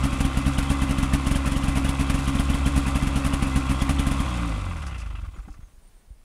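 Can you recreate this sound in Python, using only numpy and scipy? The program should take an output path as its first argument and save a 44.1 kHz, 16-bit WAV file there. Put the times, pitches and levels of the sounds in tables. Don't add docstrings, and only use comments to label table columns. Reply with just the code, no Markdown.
import sys
import numpy as np
from scipy import signal
from scipy.fft import rfft, irfft, next_fast_len
from scipy.io import wavfile
from scipy.ndimage import uniform_filter1d, map_coordinates

SR = 44100
rng = np.random.default_rng(int(sys.argv[2]) if len(sys.argv) > 2 else 0)


def ratio_of_db(decibels):
    return 10 ** (np.asarray(decibels, float) / 20)


def to_wav(s):
    ch = np.atleast_2d(s).T
    pcm = np.round(np.clip(ch, -1, 1) * 32767)
    wavfile.write(sys.argv[1], SR, pcm.astype(np.int16))


N = 275178
T = np.arange(N) / SR

# (time [s], thump peak [dB], knock pitch [Hz])
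LONE_CHARGES = [
    (0.1311, -16.5, 2600),
    (1.359, -13, 3180),
    (1.8931, -13.5, 3266),
    (2.1899, -18.7, 2570),
    (3.3377, -13, 3030),
    (3.8207, -11.5, 3235),
    (3.9968, -12.5, 3325),
    (4.2037, -13.5, 3180),
]
# (time [s], thump peak [dB], knock pitch [Hz], partner thump [dB])
PAIRED_CHARGES = [(0.0399, -14, 2810, -14.5), (0.3738, -11.5, 2565, -26), (0.4656, -12, 2890, -15.5),
                  (0.7036, -11, 3336, -16), (0.821, -13, 2990, -20), (0.8963, -16, 2610, -14.5),
                  (1.137, -9.5, 1870, -14.5), (1.462, -16.5, 2650, -15), (1.759, -15.5, 2610, -14),
                  (1.8488, -14.5, 2680, -22), (1.9968, -14.5, 2680, -14), (2.2787, -14.5, 3100, -18.5),
                  (2.6632, -11, 3270, -16.5), (2.7641, -13, 2610, -11.5), (2.8676, -17.5, 2544, -17),
                  (2.9569, -13, 3260, -20.5), (3.161, -13.5, 2770, -17.5), (3.2496, -15.5, 2540, -14),
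                  (3.5618, -11, 2620, -15.5), (3.6983, -14, 2610, -14), (3.8952, -12.5, 1870, -15.5)]
# (time [s], thump peak [dB], knock pitch [Hz], partner thump [dB], partner knock [Hz])
STAGGERED_CHARGES = [(0.2072, -12, 2640, -12, 3270), (0.5858, -12, 3290, -19.5, 2495),
                     (0.9867, -13.5, 2660, -12, 2610), (1.2701, -13, 2764, -11, 2570),
                     (1.5209, -15, 2674, -13, 3060), (1.6399, -15, 2740, -11.5, 2604),
                     (2.1011, -12.5, 3050, -12, 1850), (2.3537, -14, 2640, -11.5, 3320),
                     (2.5014, -12.5, 2770, -14, 3236), (3.0284, -12, 1835, -14, 2570),
                     (3.4269, -12, 2870, -18.5, 2650), (4.0708, -12, 1800, -14.5, 2610)]
# (pitch [Hz], knock level [dB])
KNOCK_MODES = [(1850, -36.5), (2650, -37), (3050, -35.5), (3260, -33)]
# (frequency [Hz], level [dB])
JET_HISS = [(250, -28), (350, 3), (600, 6.5), (1500, 3), (3000, -0.5), (4500, -7), (6000, -7), (8000, -7),
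            (10000, -2), (11500, -12.5), (13000, -18.5), (15700, -24.5)]
# (frequency [Hz], width [Hz], level [dB], delay [s])
HOT_PIPE = [(135, 20, -19, 0), (280, 14, -6.4, .0008)]
# (frequency [Hz], width [Hz], level [dB], delay [s])
COOL_PIPE = [(93, 27, -8, 0.003), (125.8, 39, -9.5, 0.0014), (168, 22, -7, 0.0015),
             (283.3, 23, -4.5, 0.0011)]
# (frequency [Hz], width [Hz], delay [s])
SILENCER = (49.4, 25.6, .0031)
# (time [s], port opening rate [Hz], compression effort [dB])
COAST = [
    (4.2, 76, -20),
    (4.271, 61.3, -26.5),
    (4.434, 57.4, -24.5),
    (4.636, 47, -28),
    (4.791, 38.3, -31),
    (5.018, 27, -32),
    (5.19, 23.3, -31.5),
    (5.288, 18.1, -32),
    (5.34, 17.6, -43),
]
# (multiple of crank speed, level [dB])
PUFF_ORDERS = [(1, -12), (2, 7.5), (3, -3.5), (4, 11), (5, -25), (6, 7), (7, -10), (8, 6.5), (9, -31),
               (10, 5), (11, -9.5), (12, -4.5), (14, -11), (16, -3.5)]
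# (frequency [Hz], density [dB per Hz])
CLATTER_NOISE = [(190, 3.5), (330, -0.5), (378, -18), (563, -4.5), (631, -7.5), (740, -12), (898, -7),
                 (1090, -4.5), (1400, -8), (1760, -16.5), (2530, -11.5), (2900, -20), (5000, -28.5),
                 (6500, -83), (11000, -120)]
# (frequency [Hz], width [Hz], level [dB])
CASING_MODES = [(557, 39, -9), (783, 43, -2.5), (1075, 25, 2), (1166, 54, 0.5), (1336, 86, -6),
                (1870, 15, -8), (2037, 29, -1), (2340, 200, -11), (2610, 39, -4.5), (3050, 7.9, -0.5),
                (3297, 19, -2)]
# (frequency [Hz], level [dB])
INTAKE_BREATH = [(2000, -40), (3500, -3), (4100, -10), (5400, -10), (9700, -11), (11500, -21), (13000, -28),
                 (15600, -46)]
# (time [s], clack peak [dB])
LATE_STROKES = [(4.717, -40), (4.764, -35.5), (4.819, -34.5), (4.864, -38), (4.878, -37.5), (4.909, -40),
                (4.944, -39.5), (4.979, -43), (4.999, -40), (5.016, -44), (5.058, -41), (5.101, -46),
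                (5.152, -44), (5.213, -47), (5.245, -45), (5.311, -66), (5.36, -45), (5.384, -45.5),
                (5.425, -51.5), (5.478, -48.5), (5.539, -50.5), (5.601, -55.5)]
# (time [s], level [dB])
LEAKS = [
    (4.765, -54),
    (4.864, -42.5),
    (4.979, -46),
    (4.999, -46),
    (5.502, -60),
    (5.524, -59),
]
# (frequency [Hz], width [Hz], level [dB])
CLACK_MODES = [(350, 300, -15), (750, 250, -14), (1180, 110, 0), (1350, 120, -7)]
# (frequency [Hz], width [Hz], level [dB])
CLUTCH_MODES = [(2037, 73, 0), (2680, 350, -1)]
# (frequency [Hz], level [dB])
LEAK_SIGH = [(4000, -10), (5000, -6), (6200, -7.5), (8000, -11), (10000, -9.5), (11500, -24), (15600, -40)]
# (time [s], peak [dB], ring [Hz], 60 dB decay [s])
BUMPS = [(5.384, -27, 47, 0.19), (5.476, -33.5, 187, 0.051), (5.486, -41, 294, 0.093),
         (5.48, -44, 470, 0.021), (5.484, -41.5, 785, 0.042), (5.359, -42, 335, 0.041),
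         (5.375, -37.5, 150, 0.084), (5.5, -30, 41.7, 0.11), (5.591, -25.5, 87, 0.023),
         (5.63, -31, 40.2, 0.098), (5.736, -37, 29.7, 0.096), (5.779, -42, 60, 0.057),
         (6.076, -42, 45, 0.091), (6.105, -31, 50, 0.12)]
# (start [s], end [s], from pitch [Hz], to pitch [Hz], level [dB])
BIRDS = [(5.334, 5.37, 6900, 6950, -68), (5.365, 5.41, 9100, 9000, -74), (5.39, 5.42, 5650, 5600, -77),
         (5.416, 5.45, 6800, 8000, -73), (5.45, 5.56, 6500, 6500, -75), (5.6, 5.687, 6480, 6450, -72),
         (5.678, 5.69, 6300, 5000, -70), (5.72, 5.79, 6400, 7000, -75), (5.647, 5.75, 8450, 8500, -75),
         (5.74, 5.785, 8700, 8950, -77), (5.81, 5.873, 8750, 8400, -69), (5.87, 5.895, 9150, 9050, -69),
         (5.93, 6.024, 8750, 8650, -70), (6.09, 6.15, 8850, 8500, -71)]
# (frequency [Hz], level [dB])
AIR_NOISE = [(12, -35), (20, 8.5), (41, 4.5), (66, -15), (129, -20), (250, -23), (1000, -31), (3500, -38.5),
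             (7000, -40), (10000, -36.5), (11500, -46), (15700, -42)]

IDLE_HZ = 67
USUAL_DB = -13
NEXT_PORT_S, THIRD_PORT_S = .0148, .0445
KICK_S_PER_DB = .00015
PARTNER_HZ = 2740
JET_DB, JET_GROWS = -38, 1
JET_SCATTER_DB, KNOCK_SCATTER_DB = 1.3, 1
UNEVEN_DB, HOT_UNEVEN_DB = 1.2, 2.2
RINGS_BELOW_HZ = 56
COOL_CAN_DB = 2
SPENT_SHARE = 0.14
REST_S, REST_DB = 0.37, -13
PUFF_DB = -15
BRIGHT_DB, CLUTCH_STOPS_S = -46, 5.18
DULL_DB = -24
TOP_HZ = 15750


def firings():
    s, db, knock_hz = charges()
    chance = rng.standard_normal((len(s), 2))
    jet_db = JET_DB + JET_GROWS * (db - USUAL_DB) + JET_SCATTER_DB * chance[:, 0]
    knock_db = np.interp(knock_hz, *np.transpose(KNOCK_MODES)) + KNOCK_SCATTER_DB * chance[:, 1]
    thump = filtered(ticks(s, ratio_of_db(db)), lambda f: exhaust(f, HOT_PIPE, can_db=-6.9, direct_db=37.8, soft_hz=285))
    spit = ratio_of_db(1.5 * wobble(500))
    jet = bursts(s - .0065, ratio_of_db(jet_db + 6.5), rise=0.0032, fall=0.014) * unit(spit * noise(JET_HISS))
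    knock_s = s - .011
    latest = np.clip(np.searchsorted(knock_s, T) - 1, 0, None)
    rough_hz = knock_hz[latest] + 170 * wobble(500)
    ping = np.sin(2 * np.pi * np.cumsum(rough_hz) / SR)
    knock = bursts(knock_s, ratio_of_db(knock_db + 2), rise=.001, fall=.0055) * ping
    return thump + jet + knock


def charges():
    def after(gap, s, db):
        return s + gap - KICK_S_PER_DB * (db - USUAL_DB)

    rows = [*LONE_CHARGES, *(row[:3] for row in [*PAIRED_CHARGES, *STAGGERED_CHARGES])]
    for s, db, _, next_db in PAIRED_CHARGES:
        rows.append((after(NEXT_PORT_S, s, db), next_db, PARTNER_HZ))
    for s, db, _, next_db, next_hz in STAGGERED_CHARGES:
        rows.append((after(THIRD_PORT_S, s, db), next_db, next_hz))
    return np.transpose(sorted(tuple(row) for row in rows))


def exhaust(f, pipe, can_db, direct_db, soft_hz):
    c, w, lag = SILENCER
    can = ratio_of_db(can_db) * c * SR / np.pi / (c * c - f * f + 1j * f * w)
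    can = can * np.exp(-2j * np.pi * f * lag)
    return (can - modes(f, pipe) - ratio_of_db(direct_db)) * np.exp(-(f / soft_hz) ** 4)


def crank():
    s = charges()[0]
    count = np.cumsum(np.round(np.diff(s, prepend=s[0]) * IDLE_HZ))
    idle = np.interp(T, s, count) + np.minimum(T - s[0], 0) * IDLE_HZ
    coast_s, coast_hz, _ = np.transpose(COAST)
    return idle + np.cumsum(np.interp(T, coast_s, coast_hz) * (T > s[-1])) / SR


def coasting(idle_db, coast_db):
    s = np.transpose(COAST)[0]
    rest_s = s[-1] + REST_S
    levels = [idle_db, *coast_db[1:], coast_db[-1] + REST_DB, -100]
    return ratio_of_db(np.interp(T, [*s, rest_s, rest_s + .08], levels))


def with_speed(full_db, db_per_octave):
    return full_db + db_per_octave * np.log2(np.transpose(COAST)[1] / IDLE_HZ)


def pumping(turns):
    hop = 64
    speed = uniform_filter1d(np.gradient(turns) * SR / 2, SR // 50)[::hop]
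    slow = np.arange(N) // hop
    puffs, power = np.zeros(N), 0
    coasts = T[::hop] > COAST[0][0]
    uneven_db = np.where(coasts, UNEVEN_DB, HOT_UNEVEN_DB)
    rings = coasts * np.clip((IDLE_HZ - 2 * speed) / (IDLE_HZ - RINGS_BELOW_HZ), 0, 1)
    can_db = -0.5 + COOL_CAN_DB * rings
    for order, db in PUFF_ORDERS:
        pitch = order * speed
        answer = ratio_of_db(db) * exhaust(pitch, COOL_PIPE, can_db, direct_db=36.0, soft_hz=394)
        level, lag = np.abs(answer), rings * np.unwrap(np.angle(answer))
        level *= 1 / (1 + (43 / pitch) ** 4.5)
        power = power + level ** 2 / 2
        uneven = ratio_of_db(uneven_db * wobble(25)[::hop])
        puffs += (level * uneven)[slow] * np.sin(np.pi * order * turns + lag[slow])
    s = charges()[0]
    spent = 1 - SPENT_SHARE * bursts(s, np.ones(len(s)), rise=0.011, fall=0.025).clip(0, 1)
    return spent * coasting(-26.5, np.transpose(COAST)[2]) * puffs / np.sqrt(power[slow])


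def clatter(turns):
    def beat(shift, sharp):
        return (.5 + .5 * np.cos(2 * np.pi * (turns - shift))) ** sharp

    blur = np.clip(np.gradient(turns) * SR / IDLE_HZ, .2, 1) ** 2
    slap = 1.1 * blur + beat(.25, 3) * ratio_of_db(2 * wobble(60))
    slap += .4 * beat(.75, 3) * ratio_of_db(2.5 * wobble(60))
    slap /= np.sqrt(np.abs(uniform_filter1d(slap ** 2, SR // 8)))
    rattle = unit(slap * (noise(CLATTER_NOISE) + 0.79 * resonant(CASING_MODES)))
    gusts = 3.4 + beat(0.77, 0.42) * ratio_of_db(4.8 * wobble(50))
    breath = unit(gusts * ratio_of_db(1.7 * wobble(370)) * noise(INTAKE_BREATH))
    rattle *= coasting(-34.0, with_speed(full_db=-31.5, db_per_octave=12.5))
    return rattle + coasting(-46, with_speed(full_db=-44.5, db_per_octave=13.0)) * breath


def last_strokes():
    s, db = np.transpose(LATE_STROKES)
    bright_db = np.where(s < CLUTCH_STOPS_S, BRIGHT_DB, db + DULL_DB) + rng.normal(0, 2.9, len(s))
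    leak_s, leak_db = np.transpose([*LEAKS, *zip(s, db + PUFF_DB)])
    clack = bursts(s, ratio_of_db(db - 3.5), rise=.002, fall=.011) * resonant(CLACK_MODES)
    clutch = bursts(s, ratio_of_db(bright_db - 2.5), rise=0.001, fall=0.018) * resonant(CLUTCH_MODES)
    puff = bursts(leak_s, ratio_of_db(leak_db - 3.5), rise=0.0015, fall=0.017) * noise(LEAK_SIGH)
    bumps, t = np.zeros(N + SR), T[:SR // 4]
    for start, peak_db, hz, t60 in BUMPS:
        swell = 1 - np.exp(-t / 0.0014)
        ring = ratio_of_db(peak_db + 2 - 60 * t / t60) * np.sin(2 * np.pi * hz * t)
        bumps[round(start * SR):][:len(t)] -= ring * swell
    return clack + clutch + puff + bumps[:N]


def birds():
    out = np.zeros(N)
    for start, end, from_hz, to_hz, db in BIRDS:
        u = np.clip((T - start) / (end - start), 0, 1)
        pitch = from_hz + (to_hz - from_hz) * u + 50 * wobble(70)
        swell = np.sqrt(np.sin(np.pi * u).clip(0))
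        out += ratio_of_db(db + 1.0 + 2.5 * wobble(90)) * swell * np.sin(2 * np.pi * np.cumsum(pitch) / SR)
    return out


def air():
    return ratio_of_db(-49.5 + 0.76 * wobble(5.4)) * noise(AIR_NOISE)


def unit(x):
    return x / np.sqrt(np.mean(x ** 2) + 1e-20)


def filtered(x, response):
    m = next_fast_len(N + SR // 2)
    return irfft(rfft(x, m) * response(np.fft.rfftfreq(m, 1 / SR)), m)[:N]


def noise(spectrum):
    hz, db = np.transpose(spectrum)

    def colour(f):
        return ratio_of_db(np.interp(np.log(f + 1), np.log(hz), db, -120, -120))

    return unit(filtered(rng.standard_normal(N), colour))


def resonant(table):
    def ring(f):
        total = sum(ratio_of_db(db) * f * w / (c * c - f * f + 1j * f * w) for c, w, db in table)
        return total * np.exp(-(f / 4200) ** 4)

    return unit(filtered(rng.standard_normal(N), ring))


def modes(f, table):
    total = 0
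    for c, w, db, lag in table:
        ring = 1j * f * SR / np.pi / (c * c - f * f + 1j * f * w)
        total = total + ratio_of_db(db) * ring * np.exp(-2j * np.pi * f * lag)
    return total


def wobble(rate):
    return map_coordinates(rng.standard_normal(int(N * rate / SR) + 4), [T * rate], order=2)


def ticks(times, gains):
    at = np.clip(np.round(times * SR).astype(int), 0, N - 1)
    return np.bincount(at, gains, N)


def bursts(times, gains, rise, fall):
    t = T[:SR // 8]
    shape = (1 - np.exp(-t / rise)) ** 2 * np.exp(-t / fall)
    power = signal.fftconvolve(ticks(times, gains ** 2), (shape / shape.max()) ** 2)[:N]
    return np.sqrt(np.abs(power))


def scene():
    turns = crank()
    machine = firings() + pumping(turns) + clatter(turns) + last_strokes()
    return (machine + birds() + air())[None]


def low_pass(x):
    return signal.sosfilt(signal.butter(12, 15740, fs=SR, output="sos"), x)


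def record(dry):
    heard = filtered(dry[0], lambda f: 1j * f / (13.5 + 1j * f) * (f < TOP_HZ))
    return low_pass(heard[None])


dry = scene()
out = record(dry)
to_wav(out)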